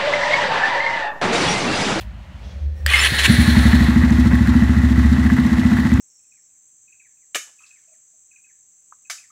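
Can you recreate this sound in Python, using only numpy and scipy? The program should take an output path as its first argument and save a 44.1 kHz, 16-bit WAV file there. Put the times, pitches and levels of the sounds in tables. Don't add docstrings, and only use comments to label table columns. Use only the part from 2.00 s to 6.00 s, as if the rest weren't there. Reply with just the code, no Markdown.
import sys
import numpy as np
from scipy import signal
from scipy.fft import rfft, irfft, next_fast_len
from scipy.io import wavfile
from scipy.ndimage import uniform_filter1d, map_coordinates

SR = 44100
rng = np.random.default_rng(int(sys.argv[2]) if len(sys.argv) > 2 else 0)


def invert_db(level):
    return 10 ** (np.asarray(level, dtype=float) / 20)


def wrap_up_sound(samples):
    columns = np.atleast_2d(samples).T
    tamed = np.clip(columns, -1, 1)
    steps = np.round(tamed * 32767).astype(np.int16)
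    wavfile.write(sys.argv[1], SR, steps)


N = 176400
TIME = np.arange(N) / SR


def unit(x):
    return x / np.sqrt(np.mean(x ** 2) + 1e-20)


def curves(rows, **ends):
    s, *cols = np.transpose(rows)
    return [np.interp(TIME, s, c, **ends) for c in cols]


def wobble(rate):
    knots = rng.standard_normal(int(N * rate / SR) + 4)
    return map_coordinates(knots, [np.arange(N) * rate / SR])


def filtered(x, response):
    m = next_fast_len(N + SR // 2)
    return irfft(rfft(x, m) * response(np.fft.rfftfreq(m, 1 / SR)), m)[:N]


def noise(spectrum, gate=1):
    points_hz, points_db = np.transpose(spectrum)

    def colour(hz):
        return invert_db(np.interp(np.log(hz + 1), np.log(points_hz + 1), points_db))

    return unit(filtered(gate * rng.standard_normal(N), colour))


def band(hz, share):
    return noise([(hz * (1 - share), -40), (hz, 0), (hz * (1 + share), -40)])


def dying(s, t60):
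    t = TIME - s
    return (t > 0) * invert_db(-60 * np.abs(t) / t60)


def grit(rate, spread_db):
    hits = (rng.random(N) < rate / SR) * invert_db(spread_db * rng.exponential(1, N).clip(0, 4))
    fade = np.exp(-1 / (0.0014 * SR))
    return unit(signal.lfilter([1], [1, -fade], hits)) + 5.2


# pitch_hz, level_db
RUMBLE_COLOUR = [(15, -50), (25, -29), (54, 15), (128, -8.5), (162, -9.5), (178, -6.5), (214, -16),
                 (400, -29), (520, -66), (880, -120)]
# pitch_hz, level_db
AIR_COLOUR = [(120, -43), (200, 4.5), (344, -46), (530, -9), (613, -6), (1050, -15.5), (2650, -17),
              (3290, -22), (7000, -30.5), (15000, -54)]
# time_s, level_db
AIR_LEVEL = [(0.0, -51), (0.176, -53), (0.458, -47.5), (0.614, -53), (0.74, -56.5), (0.85, -51)]
# multiple of its base pitch, level_db
FAR_IDLE = [(1, -32), (2, -42.5), (3, -56), (4, -49.5)]
# time_s, pitch_hz, level_db
ROOM_HUM = [(0.5, 73.66, -39), (0.576, 74.9, -36.5), (0.63, 71.2, -21), (0.698, 73, -21),
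            (0.778, 77.2, -34), (0.86, 71.5, -17), (0.906, 69.9, -20.5), (1.164, 70.2, -25.5),
            (1.299, 68.2, -19.5)]


def street():
    rumble = invert_db(-32.5 + 1.2 * wobble(13)) * noise(RUMBLE_COLOUR)
    air = invert_db(curves(AIR_LEVEL)[0] + 1.2 * wobble(12)) * noise(AIR_COLOUR)
    tap_colour = [(1500, -17), (2800, -1), (6000, -16), (15000, -17)]
    tap = invert_db(-39) * dying(0.0087, t60=0.12) * noise(tap_colour)

    far_hz, far_fade_s = 52.6, 0.36
    far = sum(invert_db(db + 2.2 * wobble(6.3)) * np.sin(2 * np.pi * k * far_hz * TIME) for k, db in FAR_IDLE)
    far = far / (1 + (TIME / far_fade_s) ** 4)

    hum_hz = curves(ROOM_HUM)[0]
    hum_db, = curves([(.4, -45)] + [(s, db) for s, _, db in ROOM_HUM] + [(1.45, -92)])
    hum = np.sqrt(2) * invert_db(hum_db) * np.sin(2 * np.pi * np.cumsum(hum_hz) / SR)
    humming = uniform_filter1d(hum_db > -45, size=4000, output=float)
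    hum_noise = invert_db(-54.5) * humming * noise([(150, -23), (280, -3), (560, 6), (800, -37)])

    rustle_colour = [(2900, -32), (3300, 1), (3600, -10), (6500, -12), (7500, -39)]
    rustle_fade = uniform_filter1d(dying(0.435, t60=1.3), size=900)
    rustle = invert_db(-54 + 2 * wobble(25)) * rustle_fade * noise(rustle_colour)
    return hum + rumble + air + rustle + tap + far + hum_noise


# pitch_hz, level_db
CLOTH = [(1000, -58), (1950, -59), (1400, -60), (3000, -62)]
# pitch_hz, level_db
REACH = [(1850, -56), (520, -52), (5640, -65), (7760, -72)]


def handling():
    cloth_end_s, reach_s, reach_spread_s = .46, .8, .05
    cloth = sum(invert_db(db + 2 * wobble(13)) * band(hz, 0.76) for hz, db in CLOTH)
    cloth = cloth / (1 + (TIME / cloth_end_s) ** 6)
    swell = np.exp(-((TIME - reach_s) / reach_spread_s) ** 2)
    return cloth + swell * sum(invert_db(db) * band(hz, 0.32) for hz, db in REACH)


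# pitch_hz, level_db, ring_s (time to fall 60 dB)
PLUNGER = [(590, -10.5, 0.035), (1810, -1, 0.026), (3130, -5.5, .02), (4800, 1.5, 0.026),
           (7930, 2.5, 0.014), (13500, -1, 0.011)]
# time_s, level_db
LOAD = [
    (.87, -25.5),
    (.9, -21),
    (.94, -16.5),
    (1.02, -19),
    (1.05, -14),
    (1.073, -15),
    (1.082, -52),
]
# time_s, level_db
RELOAD = [
    (1.18, -40),
    (1.189, -13),
    (1.205, -20),
    (1.226, -25),
    (1.254, -10.5),
    (1.266, -13.5),
    (1.279, -51),
]
# pitch_hz, level_db
GEARS = [(290, -50), (500, -26), (1160, -7), (1480, -11), (1980, 2), (3390, -5), (4660, -21), (10500, -17),
         (16000, -53)]
# pitch_hz, width_hz, level_db
GEAR_RING = [(1870, 330, -3), (2100, 79, -14), (2590, 90, -12), (3030, 160, -2.5), (3410, 120, -5),
             (4410, 58, -12.5)]
# time_s, level_db
FREE = [(.9, -28), (.95, -26), (1.07, -22.5), (1.1, -23), (1.3, -21.5), (1.52, -24.5), (1.56, -25.5),
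        (1.8, -29.5), (1.95, -38)]
# pitch_hz, level_db
FREE_COLOUR = [(300, -11.5), (1200, -16), (1800, 1.5), (2700, -12), (3500, -8), (4350, -5.5), (4700, -19),
               (8300, -22.5), (16000, -30)]
# pitch_hz, level_db
FREE_BANDS = [(9000, -17), (10500, -19.5)]
# pitch_hz, level_db
VALVES = [(1530, -28), (2600, -6.5), (3000, -2), (4010, -1.5), (4780, -7.5), (7370, -10), (10400, -20.5),
          (11200, -16), (16000, -30)]


def gear_ring(f):
    total = 0
    for k, (centre, width, db) in enumerate(GEAR_RING):
        damping = 1j * f * width
        total = total + (-1) ** k * invert_db(db) * damping / (centre * centre - f * f + damping)
    return total


def starter():
    clack = sum(invert_db(db) * dying(.8632, t60) * band(hz, 0.41) for hz, db, t60 in PLUNGER)

    load = sum(invert_db(curves(c, left=-120, right=-120)[0]) for c in (LOAD, RELOAD))
    teeth_hz, teeth_share = 89.6, 0.36
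    teeth = 1 + teeth_share * np.cos(2 * np.pi * teeth_hz * TIME + 1.5 * wobble(8.8))
    teeth = teeth * grit(600, spread_db=3.5)
    ringing = unit(filtered(teeth * rng.standard_normal(N), gear_ring))
    grind = noise(GEARS, teeth) + invert_db(1.5) * ringing
    clutch = invert_db(-17) * band(7150, 0.044) + invert_db(-9.5) * noise(VALVES)
    clutch = (TIME > RELOAD[0][0]) * clutch

    peak_s, spread_s = 1.2, 0.52
    bloom = np.exp(-((TIME - peak_s) / spread_s) ** 2)
    bands = bloom * sum(invert_db(db + 5.5 * wobble(34.53)) * band(hz, 0.2) for hz, db in FREE_BANDS)
    free_db, = curves([(.865, -63)] + list(FREE) + [(2.4, -59.5)])
    free = invert_db(free_db + 1.0) * (noise(FREE_COLOUR, invert_db(1.2 * wobble(90))) + bands)
    return invert_db(-17.5) * clack + load * (unit(grind) + clutch) + free


WHINE = [(.9, 4700, -50), (.975, 5050, -38), (1, 5330, -31), (1.015, 5550, -42), (1.04, 6010, -36),
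         (1.05, 5900, -35), (1.07, 5200, -30), (1.08, 5100, -46), (1.12, 4920, -39), (1.14, 4850, -52)]
MESH = [(.89, 1850, -30), (.93, 1950, -21), (.945, 2150, -9), (0.961, 2184, -27), (.98, 2094, -19),
        (1, 2175, -27), (1.07, 1900, -27), (1.08, 1900, -36)]
UPPER_MESH = [(0.879, 2430, -41), (0.901, 2480, -22), (0.941, 2540, -28), (.98, 2565, -20.5),
              (1.02, 2586, -32), (1.08, 2590, -31)]
ARMATURE = [(.87, 1120, -44), (.92, 1160, -31), (.98, 1185, -32), (1.01, 1190, -42), (1.09, 1100, -35),
            (1.1, 1000, -46)]
OVERRUN = [(1.082, 4110, -43), (1.11, 4050, -49), (1.14, 3693, -30), (1.19, 3916, -26), (1.216, 4240, -26),
           (1.249, 4100, -32), (1.28, 3920, -40)]
SQUEAL = [(.94, 7150, -52), (1.04, 7150, -32), (1.059, 7160, -54)]


def whine():
    out = 0
    for track in (WHINE, MESH, UPPER_MESH, ARMATURE, OVERRUN, SQUEAL):
        hz = curves(track)[0]
        db = curves(track, left=-120, right=-120)[1]
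        turns = np.cumsum(hz * (1 + .012 * wobble(150))) / SR
        out = out + invert_db(db + 4.5 * wobble(61.1)) * np.sin(2 * np.pi * turns)
    return out


# time_s, firings so far
CRANK = [(1.2926, 0), (1.3816, 1), (1.5638, 3), (1.6484, 4), (1.7276, 5), (1.9565, 8), (2.2548, 12),
         (2.4761, 15), (2.548, 16), (2.7605, 19), (2.8301, 20), (2.9737, 22), (3.0438, 23), (3.3816, 28),
         (3.5802, 31), (3.982, 37)]
# start_s, level_db, share of the usual ring time
MISFIRE = [
    (1.118, -14, 0.38),
    (1.277, 2.5, 0.13),
]
# pitch_hz, level_db, ring_s (time to fall 60 dB), signed strength
PIPE = [(69.06, -7.5, 0.46, -0.98), (79.8, 1, 0.17, 0.34), (110.3, -14.5, 0.41, 0.54),
        (129, -22.5, 0.049, 0.53), (216.5, -0.5, 0.074, -0.86), (250.15, -5, 0.36, 0.65),
        (322.5, -18, 0.27, 0.64), (166.6, -25.5, 0.36, -0.35)]
# time_s, boom_db (below 100 Hz), pipe_db
PLACE = [(1.3, -1, 0.1), (1.7, 2, 0.3), (2.2, -2.5, 0.2), (2.6, -5.5, -0.5), (3.1, 0.5, -3.5),
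         (3.4, -10.5, -1.5), (3.55, -9, 0), (3.75, -9.5, -1.5), (4, -1.5, -0.2)]
# pitch_hz, level_db
PUFF = [(24, -48), (40, -40), (64, 13), (145, 5.5), (239, 6), (286, 2), (328, -80), (376, -38), (500, -68),
        (650, -68), (1100, -120)]


def exhaust():
    s, turns = np.transpose(CRANK)
    boom_db, pipe_db = curves(PLACE)
    hz, db, t60, sign = np.transpose(PIPE)[..., None]
    thump = hz == hz[3]
    delay_s, rise_s, warm_s = .003, .0008, 0.55
    out, t = np.zeros(N + SR), np.arange(SR // 2) / SR
    firings = np.interp(np.arange(turns[-1] + 1), turns, s)
    shots = MISFIRE + [(at, 0, 1) for at in firings]
    chance = rng.standard_normal((len(shots), 3, len(PIPE), 1))
    for (at, weak_db, share), (size, own, tune) in zip(shots, chance):
        i = round((at + delay_s) * SR)
        cold = np.exp(-(at - s[0]) / warm_s)
        level = db + weak_db + .6 * size[0] + .5 * own
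        level = level + np.where(hz < 100, boom_db[i], pipe_db[i]) + 28.5 * cold * thump
        pitch = hz * (1 + .003 * tune - (hz > 100) * 0.056 * cold)
        ring = sign * invert_db(level - 60 * t / (share * t60)) * np.sin(2 * np.pi * pitch * t)
        out[i:i + len(t)] += ring.sum(0) * (1 - np.exp(-t / rise_s))
    blow = sum(dying(at, t60=0.91) * invert_db(weak_db) for at, weak_db, _ in shots)
    pipe = filtered(out[:N], lambda f: 1 / (1 + (f / 410) ** 12))
    return pipe + invert_db(-27) * blow * noise(PUFF)


# share of the cycle, cases_db, valves_db
CAM = [(.04, 6, -4), (.23, -5, 5), (.32, 1, -8), (.64, -3, -11), (.79, 3, -7), (.9, 0.5, -10)]


def contacts(turns, rate, order):
    total = 0
    for row in CAM:
        since_s = ((turns - row[0]) % 1) / np.maximum(rate, 1)
        total = total + invert_db(row[order] + 2.5 * wobble(10) - 60 * since_s / 0.037)
    return total


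# pitch_hz, level_db
CASES = [(240, 5), (400, -9.5), (490, -12.5), (660, -9), (1120, -6.5), (1260, -9), (1950, -2.5),
         (2260, -16), (2600, -15), (3380, -34.5), (5720, -120)]
# time_s, cases_db, valves_db
NEAR = [(1.3, 0.5, 4.5), (1.8, 4.5, 2), (2.2, 2, 0.5), (2.5, 1.6, 0.5), (2.85, 0, -1), (3.2, 0.7, .4),
        (3.6, 1, 0.7), (4, 0.5, 0)]
# start_s, level_db
KNOCKS = [(1.7868, -25), (2.1096, -27), (2.3531, -9.5), (2.4742, -12), (2.5341, -22), (2.9582, -25.5),
          (3.0315, -23), (3.266, -20), (3.3014, -13), (3.3653, -16), (3.769, -12), (3.8017, -11),
          (3.936, -20)]
# start_s, level_db
PINGS = [
    (2.1057, -28),
    (3.8707, -31),
    (3.9394, -28.5),
]


def crankcase():
    turns, = curves(CRANK)
    rate = np.gradient(turns) * SR
    running = uniform_filter1d((rate > 0) | (turns > 1), size=2000, output=float)
    near_cases_db, near_valves_db = curves(NEAR)
    cases_db, cover_hz = -27.5, 1976
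    clatter = uniform_filter1d(contacts(turns, rate, order=1), size=90)

    shaking = (1.7 + clatter) * invert_db(1.5 * wobble(60)) * grit(350, spread_db=2.5)
    rattle = invert_db(cases_db + near_cases_db) * noise(CASES, shaking)
    cover = invert_db(cases_db - 11.5 + near_valves_db) * (.4 + clatter) * band(cover_hz, 0.23)
    ticking = 1.4 * invert_db(1.2 * wobble(45)) + contacts(turns, rate, order=2)
    valves = invert_db(-41.5 + near_valves_db) * noise(VALVES, ticking)
    chain = invert_db(-62) * band(10900, 0.054)

    knocks = sum(invert_db(db - 9) * dying(s, t60=0.033) for s, db in KNOCKS) * band(0.897 * cover_hz, 0.44)
    pings = sum(invert_db(db - 3) * dying(s, t60=0.0092) for s, db in PINGS) * band(7000, 0.68)
    return running * (rattle + cover + valves + chain) + knocks + pings


def room(x):
    t = np.arange(SR // 4) / SR
    tail = rng.standard_normal(len(t)) * invert_db(-60 * t / 0.16) * (t > .002)
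    return x + invert_db(-13) * signal.fftconvolve(x, tail / np.linalg.norm(tail))[:N]


def scene():
    metal = room(starter() + whine() + crankcase())
    return (street() + handling() + metal + exhaust())[None]


def roll_off(x):
    return signal.sosfilt(signal.butter(12, 16510, fs=SR, output="sos"), x)


def record(dry):
    x = filtered(dry[0], lambda f: (f < 15740) / (1 + (54 / (f + 1)) ** 12))[None]
    mix = x / (1 + np.abs(x) ** 6) ** (1 / 6)
    return roll_off(mix)


dry = scene()
out = record(dry)
wrap_up_sound(out)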